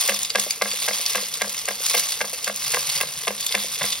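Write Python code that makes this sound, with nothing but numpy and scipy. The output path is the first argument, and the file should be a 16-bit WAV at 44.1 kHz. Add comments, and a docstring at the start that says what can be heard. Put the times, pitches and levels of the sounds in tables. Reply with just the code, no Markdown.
"""Metal cups tumbling in a sorting bowl

Small metal primer cups tumble in the plastic bowl of a collator, close by in a quiet room. The heap
rattles in surges and single cups clack on the bowl. The mechanism knocks nearly four times a second:
a touch, a blow, a rebound and a return, all ringing the housing. A motor hums faintly underneath,
and a few dull handling thuds come in the second half."""
import sys
import numpy as np
from scipy import signal
from scipy.fft import rfft, irfft, next_fast_len
from scipy.io import wavfile
from scipy.ndimage import map_coordinates

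SR = 44100
rng = np.random.default_rng(int(sys.argv[2]) if len(sys.argv) > 2 else 0)


def store_wav(level_fs):
    """Save 16-bit WAV to argv[1]."""
    pcm = np.round(np.clip(np.atleast_2d(level_fs), -1, 1) * 32767)
    wavfile.write(sys.argv[1], SR, pcm.T.astype(np.int16))


N = 4 * SR


def amp(db):
    """Turn decibels into a number to multiply by."""
    return 10 ** (np.asarray(db) / 20)


def unit(x):
    """Scale a sound to an average (rms) level of 1."""
    return x / np.sqrt(np.mean(x ** 2) + 1e-20)


def along(points, hz):
    """Read between (Hz, value) points on a log frequency scale."""
    f, v = np.transpose(points)
    return np.interp(np.log(hz + 1), np.log(f + 1), v)


def curve(rows, t):
    """Read between (seconds, value) points at times t."""
    return np.interp(t, *np.transpose(rows))


def filtered(x, response):
    """Change the level and phase of each frequency by response(Hz)."""
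    size = next_fast_len(N + SR // 2)
    return irfft(rfft(x, size) * response(np.fft.rfftfreq(size, 1 / SR)), size)[..., :N]


def coloured(x, points, size=2048):
    """Shape the tone with (Hz, dB) points, so that nothing rings before its hit."""
    cepstrum = irfft(np.log(amp(along(points, np.fft.rfftfreq(size, 1 / SR)))))
    cepstrum[1:size // 2] *= 2
    cepstrum[size // 2 + 1:] = 0
    return signal.fftconvolve(x, irfft(np.exp(rfft(cepstrum))))[:len(x)]


def add(track, start_s, sound):
    """Mix a sound into a track at a given time."""
    i = max(round(start_s * SR), 0)
    track[i:i + len(sound)] += sound[:max(len(track) - i, 0)]


def fade(t, t60):
    """A fade that falls by 60 dB every t60 seconds."""
    return amp(-60 * t / t60)


def burst(t, t60, hold_s=0):
    """A puff of noise with energy 1 that holds, then dies away."""
    noise = rng.standard_normal(len(t)) * fade(np.maximum(t - hold_s, 0), t60)
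    return noise / np.linalg.norm(noise)


def wander(t, per_s):
    """A smooth curve through per_s random values a second."""
    return map_coordinates(rng.standard_normal(N // 20), [t * per_s])


def resonance(f, hz, width):
    """How one resonance answers each frequency f: 1 at its centre, less to either side."""
    return 1j * f * width / (hz * hz - f * f + 1j * f * width)


# The motor's tones. Each row: pitch in Hz, level in dB.
MOTOR_TONES = [(148, -65), (259, -69)]
# The tone of the room noise and of the rumble. Each row: frequency in Hz, relative level in dB.
AIR_TONE = [(25, -19), (50, -12), (80, 0), (130, -2), (250, -4.5), (350, -9), (500, 3), (1000, -8),
            (4000, -5), (15000, -42)]
RUMBLE_TONE = [(25, -26), (70, 1), (110, -4), (150, 2.5), (200, -12), (350, -36), (1000, -70)]
# How the rumble swells. Each row: time in seconds, relative level in dB.
RUMBLE_LEVELS = [(0, -66), (2.55, -62), (2.66, -56), (2.85, -56), (3.08, -54), (3.25, -60), (3.79, -60),
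                 (3.83, -54), (3.9, -54), (4, -56)]


def background(air_db=-49.5, rumble_db=-2, lump_db=4):
    """A motor hums over steady room noise and a low rumble that comes and goes."""
    def noise(tone):
        return unit(filtered(rng.standard_normal(N), lambda f: amp(along(tone, f))))

    t = np.arange(N) / SR
    hum = sum(amp(db) * np.sqrt(2) * np.sin(2 * np.pi * hz * t) for hz, db in MOTOR_TONES)
    lumps = amp(lump_db * wander(t, per_s=22))
    air = amp(air_db) * noise(AIR_TONE)
    rumble = amp(curve(RUMBLE_LEVELS, t) + rumble_db) * unit(lumps * noise(RUMBLE_TONE))
    return hum + air + rumble


# The surges of the sliding heap. Each row: time in seconds, relative level in dB.
HEAP_SURGES = [(0, -20.0), (0.08, -21.5), (0.2, -25), (0.28, -29.5), (0.335, -32.5), (0.38, -25),
               (0.44, -24), (0.48, -28.5), (0.53, -26.5), (0.595, -37), (0.65, -26), (0.8, -24),
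               (0.89, -22), (0.98, -23), (1.04, -26.5), (1.11, -22), (1.2, -24), (1.3, -30), (1.38, -29),
               (1.48, -29.5), (1.56, -24), (1.63, -30.5), (1.7, -27.5), (1.77, -29), (1.87, -21.5),
               (1.96, -18), (2.04, -22), (2.15, -27), (2.26, -27.5), (2.34, -27.5), (2.41, -31),
               (2.49, -28.5), (2.54, -31), (2.62, -24), (2.72, -22.5), (2.83, -24.5), (2.93, -21),
               (3.05, -27), (3.16, -28.5), (3.25, -28.5), (3.36, -29), (3.5, -26.5), (3.6, -25),
               (3.69, -28.5), (3.8, -24.5), (3.88, -21), (3.93, -26), (3.98, -29)]
# The tone of its rattle. Each row: frequency in Hz, relative level in dB.
RATTLE_TONE = [(100, -53), (350, -27), (600, -8.5), (1100, -5.5), (1400, -8.5), (2200, -6), (3400, -2),
               (5000, -0.5), (6800, 1), (7700, -4.5), (9200, -0.5), (11000, -4), (12600, 1), (14000, -9),
               (15800, -9)]


def heap(level_db=-3.5, ticks_per_s=3000, tick_hz=6500, pitch_spread=0.579, scrape=0.77, clump_db=2):
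    """Cups collide in the heap: thousands of tiny ticks, each with its own pitch, swelling in clumps."""
    t, age = np.arange(N) / SR, np.arange(300) / SR
    count = ticks_per_s * N // SR
    starts = rng.integers(N, size=(count, 1))
    hz = np.minimum(tick_hz * np.exp(pitch_spread * rng.standard_normal((count, 1))), SR / 2)
    strength = amp(-3.5 * np.minimum(rng.standard_normal((count, 1)), 2))
    scraping = scrape * rng.standard_normal((count, len(age)))
    ticks = strength * fade(age, t60=0.0056) * (np.sin(2 * np.pi * hz * age) + scraping)
    positions = starts + np.arange(len(age))
    rattle = np.bincount(positions.ravel(), ticks.ravel(), N)[:N]  # add each tick in its place
    clumps = amp(clump_db * wander(t, per_s=110))
    return unit(coloured(rattle * clumps, RATTLE_TONE)) * amp(curve(HEAP_SURGES, t) + level_db)


# The tone of a hopping cup. Each row: frequency in Hz, gain in dB.
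HOP_TONE = [(600, -23), (2200, -10.5), (5000, -0.5), (10000, 0), (15800, -11)]


def hopping_cups(hops_per_s=28):
    """Loose cups hop on the heap with sharp ticks, louder when the heap surges."""
    out, t = np.zeros(N), np.arange(SR // 50) / SR
    for start in rng.uniform(0, N / SR, hops_per_s * N // SR):
        db = curve(HEAP_SURGES, start) + rng.uniform(22.5, 28.5)
        add(out, start, amp(db) * burst(t, t60=0.023))
    return coloured(out, HOP_TONE)


# The bowl's resonances. Each row: pitch in Hz, width in Hz, gain in dB.
BOWL_RESONANCES = [(1138, 114, -0.5), (2120, 190, 0), (2650, 210, -4.5), (4570, 47, 1), (5710, 40, -3)]
# One more narrow ring sinks slowly, then grows near the end. Each row: time in seconds, gain in dB.
RING_GAINS = [(0, 3), (3.3, -9), (3.5, 4), (4, 7.5)]


def bowl(cups, ring_hz=3464, ring_width_hz=130):
    """The plastic bowl adds its own ringing to whatever strikes it."""
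    def response(f):
        return 1 + sum(amp(db) * resonance(f, hz, width) for hz, width, db in BOWL_RESONANCES)

    ring = filtered(cups, lambda f: resonance(f, ring_hz, ring_width_hz))
    return filtered(cups, response) + ring * amp(curve(RING_GAINS, np.arange(N) / SR))


# The notes the housing rings at. Each row: pitch in Hz, relative level in dB, seconds to fade by 60 dB.
HOUSING_NOTES = [(470, -7.5, 0.027), (498.2, -3, 0.064), (554.7, -5.5, 0.05), (611, -0.5, 0.025),
                 (690, -5, 0.049), (771, -11, 0.048), (1058, -5.5, 0.048), (1154, -4, .04),
                 (1630, 3.5, 0.035), (1818, -0.5, 0.015), (2090, 11, 0.018), (2333, 2.5, 0.019),
                 (2700, 5.5, 0.026), (3433, 5, .016)]


def contact(cutoff_hz, crack_db=-1, scatter_db=2):
    """One contact rings the housing with a noisy crack; a lower cutoff makes it sound softer."""
    t = np.arange(SR // 4) / SR
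    ring = np.zeros(len(t))
    for hz, db, t60 in HOUSING_NOTES:
        strength = amp(db + scatter_db * rng.standard_normal())
        ring += strength * fade(t, t60) * np.sin(2 * np.pi * (hz * t + rng.random()))
    crack = amp(crack_db) * burst(t, t60=0.016, hold_s=0.003)
    rise = 1 - np.exp(-t / 0.0009)
    hit = (ring / np.linalg.norm(ring) + crack) * rise
    hit = signal.sosfilt(signal.butter(4, 403, 'high', fs=SR, output='sos'), hit)  # little bass
    return signal.sosfilt(signal.butter(2, min(cutoff_hz, SR / 2 - 1), fs=SR, output='sos'), hit)


# The mechanism's strokes. Each row: start in seconds, level in dB, brightness of the blow in dB
# (+6 doubles its cutoff), delay of the return in seconds, return level in dB, boom level in dB.
# The levels are relative: each part adds its own offset.
MECHANISM_STROKES = [(.087, 2.5, 7, 0.031, 2.5, -0.5), (0.349, 3, 5, 0.034, 4.5, -0.5),
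                     (.613, 2, 5, 0.043, 4, 0), (0.8777, 1, 4.5, 0.031, 3, -6.5),
                     (1.148, 1, 6.5, .031, 5.5, -2.5), (1.411, 1, 5.5, .032, 0.5, -1.5),
                     (1.679, -1, 6.5, 0.029, 2, -6.5), (1.9423, 1, 20, 0.028, 2.5, -8.5),
                     (2.206, 1.5, 3, 0.037, 0, -7.5), (2.470, -3, 8, 0.026, 4, -3.5),
                     (2.738, 0, 7, .031, 5.5, -13.5), (3.004, -0.5, 18, 0.028, 1.5, -13),
                     (3.272, 2, 4, 0.033, 2.5, -1), (3.543, 2, 5.5, 0.033, 1, 0.5),
                     (3.81, -2, -5, 0.03, 3.5, -2)]


def mechanism(boom_hz=202.9, boom_rise_s=0.029, slack_hz=462, slack_rise_s=0.0061):
    """The drive takes up slack, then touches, strikes, rebounds and returns, while the frame booms."""
    out, t = np.zeros(N), np.arange(SR // 2) / SR
    boom_rise = 1 - np.exp(-(t / boom_rise_s) ** 2)
    boom_fade = fade(t, t60=0.17) + amp(-12.5) * fade(t, t60=0.66)  # the frame rings on faintly
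    boom = np.sin(2 * np.pi * boom_hz * t) * boom_rise * boom_fade
    slack = np.sin(2 * np.pi * slack_hz * t) * t / slack_rise_s * np.exp(1 - t / slack_rise_s)
    for start, db, bright_db, return_s, return_db, boom_db in MECHANISM_STROKES:
        touch = amp(db + 4) * contact(cutoff_hz=2400)
        blow = amp(db + 6) * contact(cutoff_hz=5100 * amp(bright_db), crack_db=3.5)
        rebound = amp(db + 3) * contact(cutoff_hz=2880)
        return_knock = amp(return_db + 2.5) * contact(cutoff_hz=1570)
        add(out, start - 0.04, amp(-43.5) * slack)
        add(out, start, touch)
        add(out, start, amp(boom_db - 26) * boom)
        add(out, start + 0.006, blow)
        add(out, start + 0.0098, rebound)
        add(out, start + return_s, return_knock)
    return out


# Single cups hitting the bowl. Each row: start in seconds, relative levels of clack and tick in dB.
CUP_HITS = [(.0756, -29, -16), (0.2298, -36, -18), (0.2464, -23.5, -29), (.301, -20.5, -31),
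            (.3952, -26, -15), (.5058, -21, -16), (.7125, -24, -34), (1.0612, -20, -20),
            (1.1305, -28.5, -25), (1.3386, -26, -21.5), (1.654, -31, -23.5), (1.8622, -25.5, -16.5),
            (1.9655, -26, -25), (1.994, -25, -19), (2.1196, -23.5, -23), (2.4423, -25, -19.5),
            (2.559, -41, -21.5), (2.7028, -37, -23.5), (2.8963, -22.5, -38), (2.9595, -23, -37),
            (3.0098, -25, -26), (3.4062, -31, -21.5), (3.426, -28.5, -34), (3.4635, -25.5, -17),
            (3.4908, -28, -42), (3.5216, -22, -26), (3.9205, -23, -34), (3.927, -23, -33)]
# The tone of the clack and of the tick. Each row: frequency in Hz, relative level in dB.
PLASTIC_TONE = [(300, -37), (1300, -18.5), (2300, -9.5), (3500, -3), (4800, 2.5), (6000, -5.5), (7500, -5),
                (15000, -47)]
METAL_TONE = [(1500, -32), (4500, -7.5), (6800, 10.5), (10000, 0.5), (12600, 2), (15800, -5)]
# Cups that ring on. 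Each row: start in seconds, pitch in Hz, level in dB.
CUP_PINGS = [(.395, 4800, -21), (.506, 4760, -14), (1.061, 5600, -17), (3.463, 3540, -27.5),
             (3.49, 3590, -24.5), (3.921, 3610, -24)]


def clacks():
    """Single cups hit the wall: a plastic clack, a metallic tick and sometimes a ping."""
    out, t = np.zeros(N), np.arange(SR // 10) / SR
    rise = 1 - np.exp(-t / 0.0008)
    for start, clack_db, tick_db in CUP_HITS:
        for tone, db in ((PLASTIC_TONE, clack_db + 24), (METAL_TONE, tick_db + 22.5)):
            hit = coloured(rise * burst(t, t60=0.014, hold_s=0.0035), tone)
            add(out, start, amp(db) * hit / np.linalg.norm(hit))
    for start, hz, db in CUP_PINGS:
        add(out, start, amp(db) * rise * fade(t, t60=0.04) * np.sin(2 * np.pi * hz * t))
    return out


# Soft bumps between the strokes. Each row: start in seconds, relative level in dB.
SOFT_BUMPS = [(0.464, -23), (0.733, -29), (0.995, -32.5), (1.225, -32), (1.473, -26), (1.801, -32.5),
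              (2.327, -23.5), (3.642, -28)]


def bumps(gain_db=31.5):
    """Cushioned contacts: only the lowest notes of the housing answer."""
    out = np.zeros(N)
    cushion = signal.butter(2, 800, fs=SR, output='sos')
    for start, db in SOFT_BUMPS:
        add(out, start, amp(db + gain_db) * signal.sosfilt(cushion, contact(cutoff_hz=530)))
    return out


# Soft handling thuds. Each row: start in seconds, level in dB.
HANDLING_THUDS = [(2.649, -48.5), (2.716, -46), (2.78, -48), (2.873, -45), (2.951, -44), (3.05, -44.5),
                  (3.159, -51.5), (3.812, -39)]


def thuds(typical_hz=174.6, pitch_drop=0.42, glide_s=0.036, rise_s=0.014):
    """Handling makes dull thuds, each sagging in pitch."""
    out, t = np.zeros(N), np.arange(SR // 5) / SR
    swell = t / rise_s * np.exp(1 - t / rise_s)
    sag = 1 - pitch_drop * (1 - np.exp(-t / glide_s))
    for start, db in HANDLING_THUDS:
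        hz = typical_hz * np.exp(0.12 * rng.standard_normal()) * sag
        add(out, start, amp(db) * swell * np.sin(2 * np.pi * np.cumsum(hz) / SR))
    return out


# Timing between the two sides. Each row: frequency in Hz, how far left leads in radians.
LEFT_LEAD = [(50, 0), (450, -.1), (800, -.3), (1290, -.6), (2000, .15), (2700, .65), (4100, 1), (5100, .25),
             (7000, 3.0), (7750, 3.4), (9730, 5.9), (10900, 6.5), (13200, 9.3), (14400, 9.8), (15800, 12.2)]
# Balance between the two sides. Each row: frequency in Hz, left minus right in dB.
LEFT_BALANCE = [(60, .4), (270, .8), (450, 2.3), (740, 3.2), (1220, 1.5), (2010, -1), (3000, -2), (5500, 0),
                (15000, 0)]


def direct_sound(x):
    """Sound reaches the left and right microphone openings with different timing and level."""
    side = np.array([[0.5], [-0.5]])
    return filtered(x, lambda f: amp(side * along(LEFT_BALANCE, f))
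                    * np.exp(1j * side * along(LEFT_LEAD, f)))


# How long the room rings. Each row: frequency in Hz, seconds to fade by 60 dB.
ROOM_FADES = [(200, 0.31), (1500, 0.24), (6000, 0.043), (15000, 0.15)]


def room(x):
    """The room answers with a short wash of echoes, different on the left and right."""
    hz, t, spectrum = signal.stft(rng.standard_normal((2, SR // 2)), SR, nperseg=256)
    _, tail = signal.istft(spectrum * fade(t, along(ROOM_FADES, hz)[:, None]), SR, nperseg=256)
    delayed = np.pad(x, (SR // 200, 0))  # 5 ms late
    return signal.fftconvolve(delayed[None], tail / np.linalg.norm(tail[0]), axes=1)[:, :N]


def scene():
    """Knocks, cups and background, heard directly and through the room."""
    knocks = mechanism() + bumps()
    cups = bowl(heap() + hopping_cups() + clacks())
    backdrop = background() + thuds()
    into_room = amp(-13.5) * (knocks + backdrop) + amp(-9) * cups
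    return direct_sound(knocks + cups + backdrop) + room(into_room)


def record(dry, top_hz=15850):
    """Cut away the very highest treble."""
    return filtered(dry, lambda hz: hz < top_hz)


dry = scene()
out = record(dry)
store_wav(out)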